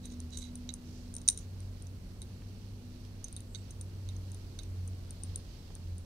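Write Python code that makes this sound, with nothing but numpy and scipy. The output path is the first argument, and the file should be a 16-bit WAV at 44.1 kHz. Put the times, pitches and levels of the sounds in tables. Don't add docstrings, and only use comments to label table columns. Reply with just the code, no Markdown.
import sys
import numpy as np
from scipy import signal
from scipy.fft import rfft, irfft, next_fast_len
from scipy.io import wavfile
from scipy.ndimage import uniform_filter1d, map_coordinates

SR = 44100
rng = np.random.default_rng(int(sys.argv[2]) if len(sys.argv) > 2 else 0)


def generate_wav(sig):
    pcm = np.round(np.clip(np.atleast_2d(sig).T, -1, 1) * 32767).astype(np.int16)
    wavfile.write(sys.argv[1], SR, pcm)


N = 266805

# (frequency [Hz], level [dB], t60 [s], left over right [dB], gain at full turn [dB])
LOW_MODES = [(1480, -21, 0.027, -9, 2), (2135, -15.5, 0.033, -15, -6), (2862, -9, 0.011, -15, -16),
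             (3680, -13.5, 0.046, -20.5, 15), (3895, 2, 0.036, -22, -8), (4432, -8, 0.031, -17, 4),
             (3670, -0.5, 0.007, -15.5, -17.5)]
MIDDLE_MODES = [(6010, 2, 0.0086, -19, -3), (6230, -2.5, 0.014, -15, 7), (6630, -3, .007, -8.5, -6),
                (6780, 0, 0.004, -9.5, -18)]
TOP_MODES = [(9180, 0, .0125, 4, 0), (9750, -17, .008, 3, 0), (8800, -6, .0055, 3, 0),
             (8000, -7, .005, 4, 0), (11400, -22, .009, 5, 6)]
# (time [s], share of full turn [0-1])
BELL_TURN = [(1.5, 0.01), (3.2, 0.57)]


def amp(db):
    return 10 ** (np.asarray(db) / 20)


def unit(x):
    return x / np.sqrt(np.mean(x ** 2) + 1e-20)


def decay(t, t60_s):
    return np.exp(-np.log(1000) * t / t60_s)


def along(points, hz):
    point_hz, values = np.transpose(points)
    return np.interp(np.log(hz + 1), np.log(point_hz + 1), values)


def curves(rows):
    times_s, *columns = np.transpose(rows)
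    return [np.interp(np.arange(N) / SR, times_s, column) for column in columns]


def wobble(rate_hz):
    knots = rng.standard_normal(int(N * rate_hz / SR) + 4)
    return map_coordinates(knots, [np.arange(N) * rate_hz / SR])


def filtered(x, response):
    size = next_fast_len(N + SR // 2)
    return irfft(rfft(x, size) * response(np.fft.rfftfreq(size, 1 / SR)), size)[..., :N]


def minimum_phase(points, size=1024):
    cepstrum = irfft(np.log(amp(along(points, np.fft.rfftfreq(size, 1 / SR)))))
    cepstrum[1:size // 2] *= 2
    cepstrum[size // 2 + 1:] = 0
    return irfft(np.exp(rfft(cepstrum)))


def panned(lean_db):
    return unit(amp([[lean_db / 2], [-lean_db / 2]]))


def add(track, s, sound):
    start = max(round(s * SR), 0)
    part = track[:, start:start + sound.shape[1]]
    part += sound[:, :part.shape[1]]


def engine(level_db=-50, waver_db=1.96, jitter_rad=0.3):
    # (time [s], firing rate [Hz])
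    firing = [(0, 81.35), (.35, 81.5), (1.5, 94.1), (2.05, 92.13), (2.65, 98.94), (4.2, 93.63),
              (6.05, 87.58)]
    # (multiple of firing rate, relative level [dB])
    orders = [(.5, -12), (1, 0.5), (2, -22.5)]
    # (time [s], half length [s], rise [dB])
    surges = [(0.24, 0.15, 5), (1.151, 0.057, 6.5), (1.643, 0.22, 6), (2.338, 0.048, 6), (3.72, 0.56, 5),
              (4.178, 0.2, 9.5), (4.837, 0.24, 12.5), (5.268, 0.098, 8), (5.926, 0.17, 7.5)]
    firing_hz, = curves(firing)
    t = np.arange(N) / SR
    surge_db = sum(db * np.exp(-((t - s) / half_s) ** 2) for s, half_s, db in surges)
    phase = 2 * np.pi * np.cumsum(firing_hz) / SR
    hum = sum(amp(db + waver_db * wobble(10)) * np.sin(order * phase + jitter_rad * wobble(10))
              for order, db in orders)
    return amp(level_db + surge_db) * unit(hum)


def drone(upper_hz=244, lower_hz=188):
    # (time [s], upper level [dB], lower level [dB])
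    fades = [(0, -53.5, -55), (.13, -47.5, -59.5), (.7, -49, -62), (1.9, -64, -63), (2.9, -55, -58),
             (3.6, -66, -67), (6.05, -66.5, -66)]
    upper_db, lower_db = curves(fades)
    t = np.arange(N) / SR
    upper_gain = amp(upper_db - 1 + wobble(6))
    upper = unit(np.sin(2 * np.pi * upper_hz * t + 0.17 * wobble(18)))
    lower_gain = amp(lower_db + 2 * wobble(4))
    lower = unit(np.sin(2 * np.pi * lower_hz * t + 1.3 * wobble(8)))
    return upper_gain * upper + lower_gain * lower


def rumble(level_db=-48, swell_db=0.79):
    # (frequency [Hz], relative density [dB])
    spectrum = [(15, -12), (28, -0.5), (45, 2), (70, -1.5), (130, -6), (200, -10), (300, -14.5), (450, -19),
                (700, -26.5), (1600, -34), (4000, -42.5), (8000, -38.5), (15000, -44.5)]
    # (frequency [Hz], left-right correlation [0-1])
    correlation = [(60, 0.97), (130, 0.89), (290, 0.91), (640, .5), (1400, 0.093)]

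    def mid_side_gains(hz):
        angle = np.arccos(along(correlation, hz)) / 2
        return amp(along(spectrum, hz)) * [np.cos(angle), np.sin(angle)]

    mid, side = filtered(rng.standard_normal((2, N)), mid_side_gains)
    return amp(level_db + swell_db * wobble(1)) * unit(np.array([mid + side, mid - side]))


def far_sounds(lag_s=.00015, lean_db=-.5):
    delay_s = np.array([[lag_s / 2], [-lag_s / 2]])
    sound = engine() + drone() + rumble()
    return panned(lean_db) * filtered(sound, lambda hz: np.exp(-2j * np.pi * hz * delay_s))


def fur(level_db=-65.5, lean_db=-12, waver_db=1.23, grain_db=1.5):
    # (frequency [Hz], relative density [dB])
    spectrum = [(500, -22.5), (1500, -11), (2800, -1), (3500, -2.5), (4400, 2.5), (5000, -1.5),
                (6000, -1.5), (8000, -24.5), (15000, -30)]
    hairs = rng.standard_normal((2, N)) * amp(grain_db * wobble(600))
    hiss = unit(filtered(hairs, lambda hz: amp(along(spectrum, hz))))
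    return panned(lean_db) * amp(level_db + waver_db * wobble(14)) * hiss


def shell_ring(modes, t60_scale, turn, shift=1, detune=0.0031, attack_s=.0004):
    t = np.arange(SR // 10) / SR
    out = np.zeros((2, len(t)))
    for hz, db, t60_s, lean_db, turned_db in modes:
        pitch_hz = hz * shift * (1 + detune * rng.standard_normal())
        gain = amp(db + turn * turned_db + rng.standard_normal())
        stereo_rad = .35 * rng.standard_normal() * np.array([[1], [-1]])
        tone = np.sin(2 * np.pi * pitch_hz * t + stereo_rad)
        out += panned(lean_db) * gain * decay(t, t60_s * t60_scale) * tone
    out *= (1 - np.exp(-t / attack_s)) ** 2
    power = uniform_filter1d(np.mean(out ** 2, axis=0), size=60)
    return out / np.sqrt(power.max())


def tick(centre_hz, t60_s, octaves):
    t = np.arange(SR // 16) / SR
    hz = np.fft.rfftfreq(len(t), 1 / SR)
    band = np.exp(-.5 * (np.log2((hz + 1) / centre_hz) / octaves) ** 2)
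    noise = irfft(rfft(rng.standard_normal(len(t))) * band, len(t))
    return unit(noise) * decay(t, t60_s)


def yard(sound, tail_db=-17, early_db=-16.5, early_t60_s=0.11):
    # (frequency [Hz], t60 [s])
    reverb_times = [(500, 0.26), (4000, 0.26), (10000, 0.12)]
    hz, frame_s, spectra = signal.stft(rng.standard_normal((2, SR // 3)), SR, nperseg=256)
    spectra *= decay(frame_s, along(reverb_times, hz)[:, None])
    tail = signal.istft(spectra, SR, nperseg=256)[1]
    early = rng.standard_normal(tail.shape) * decay(np.arange(tail.shape[1]) / SR, early_t60_s)
    echo = amp(tail_db) * tail / np.linalg.norm(tail[0])
    echo += amp(early_db) * early / np.linalg.norm(early[0])
    echo = np.diff(echo, axis=1, prepend=0)
    echo[:, 0] = 1
    return signal.fftconvolve(sound, echo, axes=1)


def rolling(tap_rate_hz=900, uneven_db=4.5):
    # (start [s], fastest [s], end [s], level [dB], top ring [dB], low ring [dB], grit [dB])
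    rolls = [(0.02, 0.062, 0.082, -60, -5.5, 6.5, 0), (0.091, 0.119, 0.15, -58, -3, 1, -8),
             (.305, 0.34, 0.38, -56, -7, 4.5, -10), (0.369, 0.37, 0.45, -53, 2, -4, 2.5),
             (0.397, 0.423, 0.495, -56.5, -7, 6, -9), (1.298, 1.3, 1.306, -46, 0, -12, 7),
             (1.304, 1.306, 1.355, -53, 0, -14, -1), (1.357, 1.378, 1.46, -56.5, -5, -12, -8)]
    # (gain at full speed [dB], speed exponent)
    speed_response = [(0, 0.79), (2.5, .8), (1, 1.3)]
    # (frequency [Hz], relative density [dB])
    grit_spectrum = [(2000, -16), (5000, -10), (6900, 0), (8600, 0), (10300, -11), (11400, -3),
                     (13000, -15), (15000, -17)]
    out = np.zeros((2, N))
    grit_t = np.arange(SR // 100) / SR
    for start_s, fastest_s, end_s, db, top_db, low_db, grit_db in rolls:
        n = round((end_s - start_s) * SR)
        speed = np.interp(start_s + np.arange(n) / SR, [start_s, fastest_s, end_s], [0, 1, 0])
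        taps = unit((rng.random(n) < tap_rate_hz / SR) * amp(uneven_db * rng.standard_normal(n)))
        spots = taps * np.eye(4)[rng.integers(4, size=n)].T
        turn = np.interp(start_s, *np.transpose(BELL_TURN))
        families = [(LOW_MODES, low_db), (MIDDLE_MODES, 0), (TOP_MODES, top_db)]
        sound = 0
        for (modes, family_db), (response_db, exponent) in zip(families, speed_response):
            for spot in spots:
                ring = unit(shell_ring(modes, t60_scale=1.3, turn=turn, detune=.013))
                push = amp(family_db + response_db) * spot * speed ** exponent
                sound += signal.fftconvolve(push[None], ring / np.sqrt(ring.shape[1]), axes=1)
        burst = rng.standard_normal(len(grit_t)) * decay(grit_t, t60_s=.006)
        grit = signal.fftconvolve(minimum_phase(grit_spectrum), burst)
        chatter = tick(centre_hz=2600, t60_s=0.0034, octaves=0.9)
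        for click, lean_db, click_db in [(grit, -1, grit_db - 1), (chatter, -13, low_db - 9)]:
            clicks = signal.fftconvolve(taps * speed, click / np.linalg.norm(click))
            add(sound, 0, panned(lean_db) * amp(click_db) * clicks)
        add(out, start_s, amp(db) * yard(sound))
    return out


def strike(s, db, top_db, low_db, t60_scale, low_t60_scale, top_hz, settle_s=0.029):
    turn = np.interp(s, *np.transpose(BELL_TURN))
    shift = top_hz / TOP_MODES[0][0]
    low = amp(low_db) * shell_ring(LOW_MODES, low_t60_scale, turn)
    middle = shell_ring(MIDDLE_MODES, t60_scale ** 2.2, turn, shift)
    top = amp(top_db) * shell_ring(TOP_MODES, t60_scale, turn, shift)
    sound = low + middle + top
    contact = tick(centre_hz=7800, t60_s=0.01, octaves=.38)
    add(sound, 0, panned(2) * amp(top_db - 13.5) * contact)
    loop_clack = tick(centre_hz=3400, t60_s=0.014, octaves=0.27)
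    add(sound, 0, panned(-18) * amp(low_db - 10.5) * loop_clack)
    t = np.arange(sound.shape[1]) / SR
    muffle = 1 / (1 + (t / settle_s) ** 10)
    return amp(db) * yard(sound * muffle)


def clinks():
    # (time [s], strength [dB], top over middle [dB], low over middle [dB], t60 scale, top pitch [Hz])
    hits = [(0.055, -46.5, 5, -6, 1.5, 9230), (0.2026, -41.5, 2.5, -16, .8, 9330),
            (0.306, -52, -9, -12, 1, 9200), (0.3726, -34.5, -5.5, -8, 1.3, 9200),
            (0.4272, -46, -9, 2, 1, 9400), (0.442, -57, -8, 8, 1, 9050),
            (0.5548, -44.5, 7.5, -14, 1.1, 9240), (0.7389, -37, 3, -21, .9, 9270),
            (1.14, -45.5, 7, -13, 1.1, 9160), (1.1508, -47.5, 11, -15, 1.2, 9250),
            (1.1654, -39, 6.5, -15, .8, 9040), (1.1827, -44.5, -12, -17, 1.1, 9100),
            (1.2156, -49, 0, -9, 1.1, 9000), (1.278, -21, -5, -23, 1.8, 9170),
            (1.2864, -15.3, 4.5, -7, .97, 9030), (1.2995, -28, 3.5, -15, .9, 9070),
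            (1.3288, -46, -2, -10, .8, 8900), (1.375, -40, 6.5, -8, 1.1, 9120),
            (1.3878, -47, 4, -7, 1.2, 9234), (1.6042, -52, 4, -10.5, .7, 9140),
            (1.8228, -50.5, 3.5, -17, .8, 9100), (1.8691, -47, -9, -15, 1, 9116),
            (3.242, -34, -3.5, -24, 1.7, 9140), (3.2835, -43.5, -5, -11, .6, 9160),
            (3.327, -51.5, 11.5, -9, .8, 9200), (3.405, -52.5, 9, -4, .8, 9550),
            (3.707, -46.5, 1.5, -18, 1.5, 9130), (3.8112, -48.5, 10, -7, 1.4, 9240),
            (4.165, -46.5, -7, -18.5, .9, 9440), (4.3178, -49, 2.5, -16, .9, 9236),
            (4.346, -48.5, 5.5, -14, .8, 9350), (4.633, -52, 2.5, -4, 1.2, 9220),
            (4.876, -53.5, 8.5, -19, 1.4, 9200), (5.1071, -46.5, 8.5, -15, .9, 9170),
            (5.235, -43.5, 10.5, -21, .85, 9130), (5.3585, -39.5, 11.5, -12, .85, 9170),
            (5.7522, -46.5, 5.5, -14, .7, 9150), (5.981, -57.5, 13, -16, 1.1, 9310)]
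    out = np.zeros((2, N))
    for s, db, top_db, low_db, t60_scale, top_hz in hits:
        add(out, s, strike(s, db, top_db, low_db, t60_scale, low_t60_scale=0.53, top_hz=top_hz))
    return out


def knocks():
    # (time [s], strength [dB], top over middle [dB], rebound gain [dB], rebound delay [s])
    swings = [(0.3333, -48, -17, -3, .0137), (0.691, -34.5, -21, -11, .0128), (2.218, -46, 6, -9, .0084),
              (3.3645, -44.5, 8.5, -15, 0.0095), (3.5475, -38.5, -10, -2, .008),
              (4.0885, -46, -3.5, -13, .0084), (4.589, -39.5, -6, -10, .0084)]
    out = np.zeros((2, N))
    for s, db, top_db, rebound_db, flight_s in swings:
        for hit_s, hit_db in [(s, db), (s + flight_s, db + rebound_db)]:
            hit = strike(hit_s, hit_db, top_db, low_db=-0.5, t60_scale=0.99, low_t60_scale=1, top_hz=9230)
            add(out, hit_s, hit)
    return out


def bell():
    # (frequency [Hz], gain [dB])
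    mic_colour = [(900, -2), (2400, -1), (4400, -1.5), (5000, 0), (5800, -4.5), (8700, 0.5), (9400, -5),
                  (10300, -1), (11400, -6), (15000, -1)]
    sound = clinks() + knocks() + rolling()
    return signal.fftconvolve(sound, minimum_phase(mic_colour)[None], axes=1)[:, :N]


def strokes(lean_db=-8, grain_db=2):
    # (time [s], half length [s], level [dB], centre [Hz], half width [Hz])
    passes = [(0.956, 0.12, -64, 5400, 1550), (3.561, 0.054, -63, 7860, 494),
              (4.4, 0.28, -68.5, 4500, 1492), (5.427, 0.47, -64, 4400, 1701)]
    t = np.arange(N) / SR
    out = np.zeros((2, N))
    for s, half_s, db, centre_hz, half_hz in passes:
        noise = rng.standard_normal((2, N))
        hiss = unit(filtered(noise, lambda hz: 1 / (1 + ((hz - centre_hz) / half_hz) ** 2)))
        out += amp(db) * np.exp(-((t - s) / half_s) ** 2) * hiss
    return panned(lean_db) * amp(grain_db * wobble(150)) * out


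def fingertips(lean_db=-4):
    # (time [s], level [dB], centre [Hz])
    taps = [(2.42, -56.5, 1482), (3.05, -56.5, 3783), (5.704, -46.5, 412), (5.76, -58.5, 900)]
    out = np.zeros((2, N))
    for s, db, centre_hz in taps:
        add(out, s, panned(lean_db) * amp(db) * tick(centre_hz, t60_s=0.029, octaves=0.82))
    return out


def scene():
    return bell() + fingertips() + strokes() + fur() + far_sounds()


def record(dry, cutoff_hz=15650):
    return filtered(dry, lambda hz: hz < cutoff_hz)


dry = scene()
out = record(dry)
generate_wav(out)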